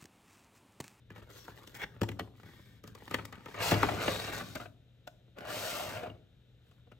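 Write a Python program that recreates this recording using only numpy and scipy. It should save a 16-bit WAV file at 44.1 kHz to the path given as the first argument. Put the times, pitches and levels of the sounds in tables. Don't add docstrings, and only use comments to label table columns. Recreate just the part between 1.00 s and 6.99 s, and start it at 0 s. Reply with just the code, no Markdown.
import sys
import numpy as np
from scipy import signal
from scipy.fft import rfft, irfft, next_fast_len
from scipy.io import wavfile
from scipy.ndimage import uniform_filter1d

SR = 44100
rng = np.random.default_rng(int(sys.argv[2]) if len(sys.argv) > 2 else 0)


def file_out(sig):
    cols = np.atleast_2d(sig).T
    lim = np.clip(cols, -1, 1)
    pcm = np.round(lim * 32767).astype(np.int16)
    wavfile.write(sys.argv[1], SR, pcm)


N = 264155
BLOW_SIZE, ATTACK_SIZE = 22050, 882
GRID_HZ = np.fft.rfftfreq(8192, 1 / SR)

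# frequency in Hz, width in Hz, lift in dB.
CARD_MODES = [(407, 50, 4), (565, 80, 4), (890, 110, 5), (1200, 130, 3), (1850, 380, 6), (3020, 430, 1)]
# frequency in Hz, level in dB.
FINGER_COLOUR = [(200, 8), (430, 6.5), (750, -6.5), (1400, -5.5), (2500, -13), (3500, -15), (5500, -30.5),
                 (8000, -32.5), (13000, -24.5), (16000, -30.5)]


def cardboard_box():
    # time in seconds, thud, clack and tick in dB, pitch of the struck spot in Hz, clack t60 in s.
    box_knocks = [(0.104, -49, -53, -67, 1660, 0.034), (0.161, -58, -53, -68, 1250, 0.049),
                  (0.181, -54, -55, -68, 510, 0.044), (0.481, -48, -51.5, -64, 490, 0.028),
                  (0.584, -62, -57, -66, 880, 0.052), (0.675, -55.5, -57, -54.5, 3430, 0.017),
                  (0.751, -65, -53, -53.5, 1970, 0.074), (0.837, -50.5, -50.5, -65, 790, 0.03),
                  (0.869, -59, -72, -83, 300, .03), (1.016, -25, -35.5, -44.5, 530, 0.02),
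                  (1.033, -39, -37, -45, 910, 0.039), (1.089, -40, -41.5, -50, 1900, 0.028),
                  (1.117, -68, -51, -58, 2070, 0.041), (1.195, -48, -36, -46.5, 1880, 0.032),
                  (1.207, -41.5, -47.5, -65, 1920, 0.018), (1.218, -44, -67, -82, 300, .04),
                  (1.275, -70, -61.5, -90, 950, 0.034), (1.399, -81, -57, -74, 1350, 0.02),
                  (1.433, -56, -58, -68, 1320, 0.033), (1.462, -59, -64, -73, 1110, 0.024),
                  (1.488, -51.5, -58, -76, 1130, 0.038), (1.535, -69.5, -61.5, -74, 1130, 0.025),
                  (1.593, -54, -61, -81, 1140, 0.06), (1.839, -48, -56, -58, 1260, 0.06),
                  (1.876, -56.5, -57, -55, 1190, 0.046), (1.951, -64, -51.5, -57.5, 1190, 0.04),
                  (2.022, -50, -55, -72, 880, 0.039), (2.079, -54, -47, -61, 1920, 0.02),
                  (2.111, -41.5, -42.5, -49.5, 1240, 0.052), (2.143, -38, -29.5, -38, 1850, 0.034),
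                  (2.186, -47, -42.5, -69, 1440, 0.057), (2.208, -54, -64, -84, 1800, 0.017),
                  (2.225, -68, -56.5, -76, 1480, 0.016), (2.253, -69.5, -50.5, -48, 1200, 0.012),
                  (2.326, -64, -46, -57, 1220, 0.083), (2.355, -61.5, -56, -66, 1540, 0.022),
                  (2.459, -50, -46, -56.5, 1270, 0.054), (2.484, -67, -47.5, -65.5, 428, .045),
                  (2.543, -56.5, -42.5, -61, 1220, 0.12), (2.713, -40, -32.5, -36.5, 1310, 0.03),
                  (2.718, -22.5, -24.5, -38.5, 630, 0.088), (2.741, -35.5, -35, -43, 2070, 0.03),
                  (2.831, -42, -25, -40.5, 1230, 0.03), (2.839, -38.5, -28.5, -62.5, 456, 0.085),
                  (2.888, -54, -29.5, -54, 630, 0.066), (2.921, -60, -44.5, -67, 1400, 0.013),
                  (3.08, -34, -27, -59, 685, 0.046)]
    # start in seconds, length in seconds, scrape, hiss and drumming of the hollow body in dB.
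    finger_rub = [(0.11, 0.29, -59.5, -66, -58), (0.48, 0.38, -53, -56, -65), (0.84, 0.38, -56.5, -69, -53),
                  (1.33, 0.15, -65, -64.5, -67), (1.84, 0.091, -56, -61, -49),
                  (1.96, 0.28, -55.5, -54.5, -67)]
    finger_scuffs = [(0.106, 0.018, -57, -65, -64), (0.14, 0.062, -55, -65, -68),
                     (0.212, 0.022, -48, -64, -49.5)]
    flap_scrape = [(0.742, 0.031, -49, -50, -58), (0.772, 0.024, -50.5, -59, -60),
                   (0.794, 0.026, -40.5, -52.5, -65), (0.814, 0.0206, -36, -50.5, -54),
                   (0.834, 0.0082, -30.5, -60, -40)]
    flap_smoothing = [(1.39, 0.39, -59.5, -59, -55.5)]
    # frequency in Hz, width in Hz, lift in dB.
    flap_modes = [(800, 120, 8), (1170, 100, 5), (1530, 220, 11), (1830, 220, 13.5), (2060, 90, 10),
                  (2240, 110, 12), (3330, 180, 6.5), (3600, 250, 5), (5300, 500, 6)]
    # frequency in Hz, level in dB.
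    flap_colour = [(200, -9), (500, -10), (1200, -13.5), (2000, -12), (2800, -17), (5000, -24.5),
                   (8000, -23.5), (16000, -14.5)]

    knocks = blows(box_knocks, CARD_MODES, spot_db=11.5, spot_q=5, rise_s=0.0014,
                   tick_rise_s=0.0013, tick_t60=0.018)
    fingers = rub(strokes(finger_rub, attack_s=0.0073, swell_db_per_s=-22.5, release_t60=0.11, slow_db=-13.5),
                  FINGER_COLOUR, CARD_MODES, grain_db=4.5, grains_hz=685, judder_db=-2.5, judder_hz=93.9,
                  catch_per_s=49, catch_db=-15, bounce=0.43, bounce_s=0.00073)
    scuffs = rub(strokes(finger_scuffs, attack_s=0.012, swell_db_per_s=3, release_t60=0.038, slow_db=-1),
                 FINGER_COLOUR, CARD_MODES, grain_db=0.5, grains_hz=700, judder_db=2.0, judder_hz=164.4,
                 catch_per_s=110, catch_db=-10, bounce=0.24, bounce_s=0.00075)
    flap = rub(strokes(flap_scrape, attack_s=0.0029, swell_db_per_s=60, release_t60=0.018, slow_db=5),
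               flap_colour, flap_modes, grain_db=-0.5, grains_hz=957, judder_db=0.5, judder_hz=264,
               catch_per_s=190, catch_db=-18, bounce=0.27, bounce_s=0.00054)
    glide = rub(strokes(flap_smoothing, attack_s=0.071, swell_db_per_s=-17.0, release_t60=0.18, slow_db=-3),
                FINGER_COLOUR, flap_modes, grain_db=0.0, grains_hz=820, judder_db=1.0, judder_hz=90.6,
                catch_per_s=17, catch_db=-14, bounce=0.16, bounce_s=0.00035)
    return panned(knocks, pan_db=0.8) + fingers + scuffs + glide + flap


def plastic_tray():
    # time in seconds, thud, clack and tick in dB, pitch of the struck spot in Hz, clack t60 in s.
    tray_taps = [(3.379, -60, -53, -54, 1430, 0.012), (3.42, -42.5, -48, -56.5, 607, 0.034),
                 (3.554, -42.5, -36.5, -44.5, 1484, 0.078), (3.601, -57, -43, -70, 1310, 0.031),
                 (3.612, -64, -44.5, -59, 1420, 0.097), (3.657, -54, -47, -68, 1450, 0.052),
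                 (4.075, -83.5, -43.5, -54, 1500, 0.032), (4.28, -63, -70, -96, 600, 0.062),
                 (4.386, -54.5, -46, -58.5, 1470, 0.022), (4.408, -48.5, -48.5, -62, 1430, 0.0072),
                 (4.453, -65, -68, -60, 1400, 0.063), (5.033, -54, -38.5, -61, 710, 0.062),
                 (5.069, -44.5, -46.5, -69, 720, 0.05), (5.1, -46, -56.5, -77, 680, 0.031),
                 (5.15, -61, -71, -93, 502, .08), (5.21, -59, -80, -93, 400, 0.053),
                 (5.713, -85, -67.5, -76.5, 1118, 0.042), (5.872, -65, -63, -90, 480, 0.03),
                 (5.918, -55, -56, -71.5, 1400, 0.049)]
    # start in seconds, length in seconds, scrape, hiss and drumming of the hollow body in dB.
    tray_grip = [(2.1, 0.028, -43.5, -53, -49), (2.32, 0.43, -57, -64.5, -54.5),
                 (2.46, 0.27, -54, -56.5, -56)]
    tray_tug = [(2.54, 0.18, -32.5, -32, -40.5)]
    tray_pull = [(2.68, 0.45, -31, -40, -34)]
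    tray_slide = [(2.95, 0.35, -34.5, -38.5, -44), (3.265, 0.14, -38.5, -41, -47),
                  (3.36, 0.28, -55, -51, -49.5)]
    tray_turn = [(4.37, 0.6, -39.5, -37.5, -51.5)]
    tray_drag = [(4.35, 0.14, -48, -63, -57.5), (4.97, 0.11, -46, -64.5, -58)]
    # frequency in Hz, width in Hz, lift in dB.
    tray_modes = [(240, 50, 4), (430, 30, 2.5), (545, 50, 7), (618, 75, 12.5), (715, 60, 10.5),
                  (850, 40, 2), (1170, 70, 5.5), (1410, 150, 8.5), (2850, 400, 3.5), (3830, 133, 2)]
    in_box_modes = [(445, 28, 4), (678, 80, 8), (926, 40, 4), (1230, 130, 5), (2180, 50, 4), (2610, 90, 6),
                    (2810, 100, 7), (4260, 190, 3), (5070, 90, 3)]
    on_flap_modes = [(180, 40, 6), (236, 30, 7), (345, 45, 7), (446, 30, 12), (614, 70, 11), (735, 60, 9),
                     (1200, 220, 6.5), (2034, 50, 7), (2810, 200, 4)]
    on_desk_modes = [(440, 30, 7), (560, 50, 6), (655, 100, 9), (1160, 55, 9), (1470, 80, 8),
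                     (1750, 170, 3), (2440, 66, 5), (3100, 45, 2), (3790, 200, 9), (4340, 60, 5),
                     (5750, 140, 3)]
    # frequency in Hz, level in dB.
    pull_colour = [(200, 2.5), (600, 3.5), (1000, 3), (2500, 0), (4000, -9), (7000, -20), (9000, -18),
                   (13000, -15.5), (16000, -21)]
    turn_colour = [(200, -5), (380, 6.5), (600, 7), (950, 5), (2500, 3.5), (4000, -7), (7000, -18),
                   (13000, -12), (16000, -17)]
    # time in seconds, centre frequency in Hz.
    slide_focus = [(2.98, 2500), (3.02, 2500), (3.06, 3850), (3.21, 3750), (3.28, 2300), (3.38, 1500)]
    # time in seconds, centre frequency in Hz.
    turn_focus = [(4.38, 1410), (4.5, 1230), (4.57, 720), (4.63, 1350), (4.76, 1440), (4.82, 684),
                  (4.88, 1390), (4.96, 646), (5.04, 715)]

    taps = blows(tray_taps, tray_modes, spot_db=15.0, spot_q=4.3, rise_s=0.002,
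                 tick_rise_s=0.0016, tick_t60=0.031)
    grip = rub(strokes(tray_grip, attack_s=0.021, swell_db_per_s=-0.5, release_t60=0.59, slow_db=-9.0),
               pull_colour, CARD_MODES, grain_db=1.5, grains_hz=560, judder_db=-3.0, judder_hz=106.6,
               catch_per_s=84, catch_db=0.5, bounce=0.12, bounce_s=0.0014)
    tugging = strokes(tray_tug, attack_s=0.091, swell_db_per_s=-8.0, release_t60=0.16, slow_db=1.0)
    tug = rub(tugging, pull_colour, in_box_modes, grain_db=0.0, grains_hz=1244, judder_db=-1.0,
              judder_hz=138.5, catch_per_s=38, catch_db=-13.0, bounce=0.21, bounce_s=0.00142)
    pulling = strokes(tray_pull, attack_s=0.064, swell_db_per_s=-24.5, release_t60=0.18, slow_db=-4.0)
    pull = rub(pulling, pull_colour, on_flap_modes, grain_db=1.5, grains_hz=881, judder_db=-0.5,
               judder_hz=129.8, catch_per_s=57, catch_db=-14, bounce=0.13, bounce_s=0.0016)
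    sliding = strokes(tray_slide, attack_s=0.069, swell_db_per_s=-13, release_t60=0.19, slow_db=-3.0)
    slide = rub(sliding, pull_colour, on_desk_modes, grain_db=2.5, grains_hz=900, judder_db=1.7,
                judder_hz=150, catch_per_s=110, catch_db=-13, bounce=0.4, bounce_s=0.0015)
    slide = shifting(slide, slide_focus, lift_db=2.0, octaves=0.16)
    turning = strokes(tray_turn, attack_s=0.13, swell_db_per_s=1.0, release_t60=0.4, slow_db=-12.5)
    turn = rub(turning, turn_colour, tray_modes, grain_db=1.5, grains_hz=899, judder_db=0.66,
               judder_hz=151.6, catch_per_s=130, catch_db=-16, bounce=0.14, bounce_s=0.00124)
    turn = shifting(turn, turn_focus, lift_db=2.0, octaves=0.33)
    drag = rub(strokes(tray_drag, attack_s=0.019, swell_db_per_s=3, release_t60=0.13, slow_db=-12),
               FINGER_COLOUR, tray_modes, grain_db=1.0, grains_hz=960, judder_db=-3.5, judder_hz=118.7,
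               catch_per_s=90, catch_db=-19, bounce=0.17, bounce_s=0.00121)
    snaps = crackle(tugging[0] + pulling[0] + sliding[0], on_desk_modes,
                    per_s=220, spread_db=4.5, t60=0.005, gain_db=-6.5)
    snaps += crackle(turning[0], tray_modes, per_s=300, spread_db=2.5, t60=0.009, gain_db=-10.5)
    return panned(taps, pan_db=1.5) + grip + tug + pull + slide + turn + drag + snaps


def blows(rows, panel, spot_db, spot_q, rise_s, tick_rise_s, tick_t60):
    # nominal frequency in Hz, level in dB, t60 in seconds.
    thud_modes = [(75, -13.5, 0.67), (106.4, -2.5, 0.31), (137.3, 4.5, 0.049), (166.8, 9, 0.04),
                  (215.2, -0.5, 0.11), (261.3, -2.5, 0.12), (340, -2.5, 0.14), (436.3, -3, 0.098),
                  (570, -1, 0.05)]
    # frequency in Hz, level in dB.
    clack_colour = [(100, -17.5), (210, 0.5), (300, 3), (600, 1), (1500, -4), (3000, -4), (5000, -19),
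                    (9000, -41), (16000, -55.5)]
    # frequency in Hz, level in dB.
    tick_colour = [(1000, -27), (3000, 3.5), (4500, -1.5), (8000, -6), (13000, -1), (16000, -6),
                   (20000, -20.5)]
    out, t = np.zeros((2, N)), np.arange(BLOW_SIZE) / SR
    contact_db = body(tick_colour)
    rise, tick_rise = 1 - np.exp(-(t / rise_s) ** 2), 1 - np.exp(-(t / tick_rise_s) ** 2)
    for s, thud_db, clack_db, tick_db, spot_hz, t60 in rows:
        detune = 1 + 0.027 * rng.standard_normal(len(thud_modes))
        ring = np.zeros(BLOW_SIZE)
        for k, (hz, db, life) in enumerate(thud_modes):
            ring += (-1) ** k * amp(db) * decay(t, life) * np.sin(2 * np.pi * hz * detune[k] * t)
        shifts, uneven_db, shifts_per_s = rng.standard_normal(64), 2.5, 55
        ring = ring * amp(uneven_db * np.interp(t * shifts_per_s, np.arange(len(shifts)), shifts))

        spot = [(spot_hz, spot_hz / spot_q, spot_db)]
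        panel_db = np.maximum(body(clack_colour, panel), body(clack_colour, spot))
        reach, dull_db = 1.8, -5
        panel_db = panel_db + dull_db * np.tanh(2 * np.log(np.maximum(GRID_HZ / (reach * spot_hz), 1)))
        chatter = filtered(noise_pair(BLOW_SIZE) * rise * decay(t, max(t60, 0.005)), panel_db)
        contact = filtered(noise_pair(BLOW_SIZE) * tick_rise * decay(t, tick_t60), contact_db)
        clack, tick = amp(clack_db) * struck(chatter), amp(tick_db) * struck(contact)
        thud = amp(thud_db) * struck(np.array([ring, ring]) * rise)
        add(out, s - rise_s, thud + clack + tick)
        graze_db, graze_s = -15, 0.004
        add(out, s - rise_s - graze_s, amp(graze_db) * (tick + clack))
    return out


def strokes(rows, attack_s, swell_db_per_s, release_t60, slow_db):
    drum_power = 0.67
    hiss_lag, hiss_stop = 3.2, 0.25
    power = np.zeros((3, N))
    for start, length, scrape_db, hiss_db, drum_db in rows:
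        age = np.arange(N) / SR - start
        moving, after = np.clip(age, 0, length), np.maximum(age - length, 0)
        rise = np.clip(age / attack_s, 0, 1)
        speed = np.sin(np.pi * moving / length)
        release = decay(after, release_t60)
        pressure = rise ** 1.3 * amp(swell_db_per_s * moving) * release
        scrape = amp(scrape_db) * pressure
        hiss = amp(hiss_db + slow_db * (1 - speed)) * pressure * rise ** hiss_lag * release ** hiss_stop
        drum = amp(drum_db) * pressure ** drum_power
        power += np.array([scrape, hiss, drum]) ** 2
    return np.sqrt(power)


def rub(levels, colour, resonances, grain_db, grains_hz, judder_db, judder_hz,
        catch_per_s, catch_db, bounce, bounce_s):
    # frequency in Hz, level in dB.
    drum_colour = [(20, -26), (35, -15.5), (50, -12), (72, -2.5), (90, -5.5), (106, 3.5), (135, -2),
                   (185, -1.5), (280, -5), (500, -22.5), (1500, -84.5)]
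    t = np.arange(N) / SR
    scrape, hiss, drum = levels
    force = amp(judder_db * wander(judder_hz)) * catches(catch_per_s, catch_db, 0.002)
    slips = noise_pair(N) * amp(grain_db * wander(grains_hz)) * force
    spectrum = signal.stft(slips, nperseg=512)[2]
    patches = uniform_filter1d(rng.standard_normal(spectrum.shape[1:]), size=3, axis=0)
    patches = evened(uniform_filter1d(patches, size=14, axis=1))
    patchy_db = 2.0
    slips = signal.istft(spectrum * amp(patchy_db * patches), nperseg=512)[1][:, :N]
    delay_s = bounce_s * amp(2.67 * wander(5))
    bounced = np.array([np.interp(t - delay_s, t, channel) for channel in slips])
    swept = slips + bounce * bounced
    response_db = body(colour, resonances)
    treble = (GRID_HZ / 4600) ** 6 + 1e-9
    bass = (260 / (GRID_HZ + 20)) ** 4
    scrape_db = response_db - 10 * np.log10((1 + treble) * (1 + bass))
    hiss_db = response_db - 10 * np.log10(1 + 1 / treble)
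    out = scrape * evened(filtered(swept, scrape_db))
    fine = noise_pair(N) * amp(grain_db * wander(grains_hz)) * np.sqrt(force)
    out += hiss * evened(filtered(fine, hiss_db))
    return out + drum * evened(filtered(slips, body(drum_colour)))


def catches(per_s, size_db, length_s):
    chance, size = rng.random(N), np.minimum(rng.exponential(1, N), 3)
    kicks = (chance < per_s / SR) * size * amp(size_db)
    return 1 + signal.lfilter([1], [1, -np.exp(-1 / (length_s * SR))], kicks)


def shifting(x, focus, lift_db, octaves):
    hz, t, spectrum = signal.stft(x, SR, nperseg=512)
    away = np.log2((hz[:, None] + 1) / np.interp(t, *np.transpose(focus))) / octaves
    return signal.istft(spectrum * amp(lift_db * np.exp(-away ** 2)), SR, nperseg=512)[1][:, :N]


def crackle(level, resonances, per_s, spread_db, t60, gain_db):
    t = np.arange(4 * ATTACK_SIZE) / SR
    snaps = (rng.random(N) < per_s / SR) * amp(spread_db * np.minimum(rng.exponential(1, N), 3))
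    which, out = rng.integers(0, len(resonances), N), np.zeros((2, N))
    for at in np.flatnonzero(snaps * (level > level.max() / 100)):
        hz = resonances[which[at]][0] * np.exp(0.1 * rng.standard_normal())
        snap = snaps[at] * np.sin(2 * np.pi * hz * t) * decay(t, t60)
        add(out, at / SR, panned(snap, 3 * rng.standard_normal()))
    return amp(gain_db) * level * out


def pops():
    # time in seconds, level in dB, nominal first and last frequency in Hz, t60 in seconds.
    panel_pops = [(0.4805, -46.5, 1650, 420, .035), (2.8305, -26, 1500, 330, .05),
                  (3.083, -28, 700, 500, .06), (5.036, -59, 2900, 2850, .03),
                  (5.1, -56.5, 2870, 2780, .025)]
    out, t = np.zeros((2, N)), np.arange(BLOW_SIZE) / SR
    relax_s, rise_s, ragged, rattle_db, rattle_hz = 0.007, 0.0006, 0.35, 4, 800
    for s, db, first_hz, last_hz, t60 in panel_pops:
        buckle, rattle = wander(rattle_hz)[:BLOW_SIZE], wander(rattle_hz)[:BLOW_SIZE]
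        hz = last_hz + (first_hz - last_hz) * np.exp(-t / relax_s) * (1 + ragged * buckle)
        note = np.sin(2 * np.pi * np.cumsum(hz) / SR) * (1 - np.exp(-t / rise_s)) * decay(t, t60)
        note = note * amp(rattle_db * np.tanh(rattle))
        add(out, s, amp(db) * struck(np.array([note, note])))
    return out


def sleeve():
    # start in seconds, length in seconds, scrape, hiss and drumming of the hollow body in dB.
    sleeve_brush = [(0.27, 0.26, -55, -52.5, -60.5), (5.59, 0.218, -70.5, -73.5, -79)]
    return rub(strokes(sleeve_brush, attack_s=0.031, swell_db_per_s=-11, release_t60=0.048, slow_db=-9.5),
               FINGER_COLOUR, [(1430, 500, 7.2)], grain_db=2.5, grains_hz=650, judder_db=-4.5,
               judder_hz=59.6, catch_per_s=51, catch_db=-10, bounce=0.3, bounce_s=0.00084)


def cuff_zip():
    # time in seconds, centre frequency in Hz, level in dB.
    zip_curve = [(0.31, 6600, -85), (0.335, 6300, -64), (0.36, 6200, -70), (0.395, 5750, -62),
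                 (0.425, 5550, -62.5), (0.455, 5400, -71), (0.48, 5300, -90)]
    when, hz, db = np.transpose(zip_curve)
    t, width_hz = np.arange(N) / SR, 420
    lowpass = signal.butter(2, width_hz / 2, fs=SR, output="sos")
    fuzz = signal.sosfilt(lowpass, rng.standard_normal((2, 2, N)))
    carrier = np.exp(2j * np.pi * np.cumsum(np.interp(t, when, hz)) / SR)
    ribs = ((fuzz[0] + 1j * fuzz[1]) * carrier).real
    return evened(ribs) * amp(np.interp(t, when, db)) * (t > when[0]) * (t < when[-1])


def shelves(x, decay_s, count=4):
    t, out = np.arange(4 * ATTACK_SIZE) / SR, np.zeros((2, N))
    shifts_per_s = 9
    shares = np.array([wander(shifts_per_s) for _ in range(count)])
    for share in shares / np.sqrt(np.sum(shares ** 2, axis=0) + 1e-9):
        taps = noise_pair(len(t)) * (rng.random(len(t)) < 0.06) * (t > 0.0012) * np.exp(-t / decay_s)
        taps = filtered(taps, read([(200, -12.0), (1500, 5.5)], GRID_HZ))
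        out += signal.oaconvolve(x * share, taps / np.linalg.norm(taps[0]), axes=1)[:, :N]
    return out


def room(x, early_db, early_s, tail_db):
    # frequency in Hz, reverberation time t60 in seconds.
    room_t60 = [(100, 0.91), (400, 0.57), (2000, 0.17), (6000, 0.41), (16000, 0.415)]
    t = np.arange(BLOW_SIZE) / SR
    hz, age, spectrum = signal.stft(noise_pair(BLOW_SIZE) * (t > 0.008), SR, nperseg=256)
    spectrum = spectrum * decay(age, read(room_t60, hz)[:, None])
    tail = signal.istft(spectrum, SR, nperseg=256)[1][:, :BLOW_SIZE]
    tail = signal.fftconvolve(x, tail / np.linalg.norm(tail[0]), axes=1)[:, :N]
    return x + amp(early_db) * shelves(x, early_s) + amp(tail_db) * tail


def room_tone():
    # frequency in Hz, level in dB before the noise is scaled.
    air_colour = [(20, -26), (45, 2), (105, 1), (200, -7), (350, -15.5), (510, -14), (750, -24.5),
                  (1100, -33.5), (1400, -25), (2200, -28.5), (3700, -22), (4500, -36.5), (8500, -44),
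                  (14000, -36), (16000, -58)]
    # frequency in Hz, mean level in dB.
    hum_tones = [(120, -62.5), (3720, -85.5), (4021, -92.5)]
    t, air_db = np.arange(N) / SR, -61.5
    tones = np.zeros(N)
    for hz, db in hum_tones:
        tones += amp(db) * np.sqrt(2) * np.sin(2 * np.pi * (hz * t + rng.random()))
    air = amp(air_db) * evened(filtered(noise_pair(N), body(air_colour)))
    return air + tones * amp(0.54 * wander(4.5))


def amp(db):
    return 10 ** (np.asarray(db) / 20)


def decay(t, t60):
    return np.exp(-np.log(1000) * t / t60)


def evened(x):
    return x / np.sqrt(np.mean(x ** 2) + 1e-20)


def struck(x):
    return x / np.sqrt(np.sum(x ** 2) / (2 * ATTACK_SIZE) + 1e-20)


def read(points, hz):
    f, value = np.transpose(points)
    return np.interp(np.log(hz + 1), np.log(f + 1), value)


def add(mix, s, sound):
    part = mix[:, max(round(s * SR), 0):][:, :sound.shape[1]]
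    part += sound[:, :part.shape[1]]


def panned(x, pan_db):
    return x * amp([[pan_db / 2], [-pan_db / 2]])


def body(colour, resonances=()):
    peaks = sum(db / (1 + (2 * (GRID_HZ - hz) / width) ** 2) for hz, width, db in resonances)
    return read(colour, GRID_HZ) + peaks


def filtered(x, response_db):
    log_gain = np.log(amp(np.concatenate([response_db, response_db[-2:0:-1]])))
    response = np.exp(np.conj(signal.hilbert(log_gain)))[:len(GRID_HZ)]
    taps = irfft(response)[:len(GRID_HZ)]
    return signal.oaconvolve(x, taps[None], axes=1)[:, :x.shape[1]]


def noise_pair(size):
    # frequency in Hz, left-right correlation.
    likeness = [(60, .99), (150, .94), (230, .8), (330, .62), (500, .88), (800, .8), (1400, .76),
                (3100, .58), (5000, .48), (8000, .8), (16000, .82)]
    padded = next_fast_len(size, True)
    a, b = rfft(rng.standard_normal((2, padded)))
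    same = np.clip(read(likeness, np.fft.rfftfreq(padded, 1 / SR)), -1, 1)
    mid, side = a * np.sqrt((1 + same) / 2), b * np.sqrt((1 - same) / 2)
    return irfft(np.array([mid + side, mid - side]), padded)[:, :size]


def wander(rate_hz):
    knots = rng.standard_normal(N // 8)
    return evened(np.interp(np.arange(N) * rate_hz / SR, np.arange(len(knots)), knots))


def scene():
    handling = cardboard_box() + plastic_tray() + pops() + sleeve() + cuff_zip()
    return room(handling, early_db=-8.5, early_s=0.0043, tail_db=-12.0) + room_tone()


def record(dry):
    # frequency in Hz, left over right in dB.
    port_lean = [(60, .8), (140, 3.5), (210, 2.5), (330, -1.2), (500, -1.5), (750, 3), (1200, 1.3),
                 (1800, .8), (2700, 2.2), (4400, 6.5), (8000, .8), (15000, -.3)]
    # frequency in Hz, level in dB.
    port_dip = [(5600, -2.5), (7200, -0.5), (8600, 2.5), (9250, -4), (9800, -27), (10300, -29.5),
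                (10850, -6), (11500, -8.5)]
    # frequency in Hz, lead of the left in radians.
    port_phase = [(100, 0), (300, .4), (750, .75), (1030, 0), (1550, .5), (2100, .3), (3400, 1.5),
                  (4300, .9), (5000, .9), (6700, .3), (8000, -2), (10900, -3.7), (12600, -6), (16000, -7.4)]
    lean_db, dip_db = body(port_lean) / 2, body(port_dip)
    left, right = filtered(dry[:1], dip_db + lean_db), filtered(dry[1:], dip_db - lean_db)
    size = next_fast_len(N + BLOW_SIZE, True)
    lag = np.exp(-1j * read(port_phase, np.fft.rfftfreq(size, 1 / SR)))
    right = irfft(rfft(right, size) * lag, size)[:, :N]
    low_cut_hz, edge_hz = 36, 15950
    low_cut = signal.butter(4, low_cut_hz, "high", fs=SR, output="sos")
    ports = signal.sosfilt(low_cut, np.vstack([left, right]))
    edge = signal.firwin(511, edge_hz, window=("kaiser", 9), fs=SR)
    return signal.oaconvolve(ports, edge[None], "same")


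dry = scene()
out = record(dry)
file_out(out)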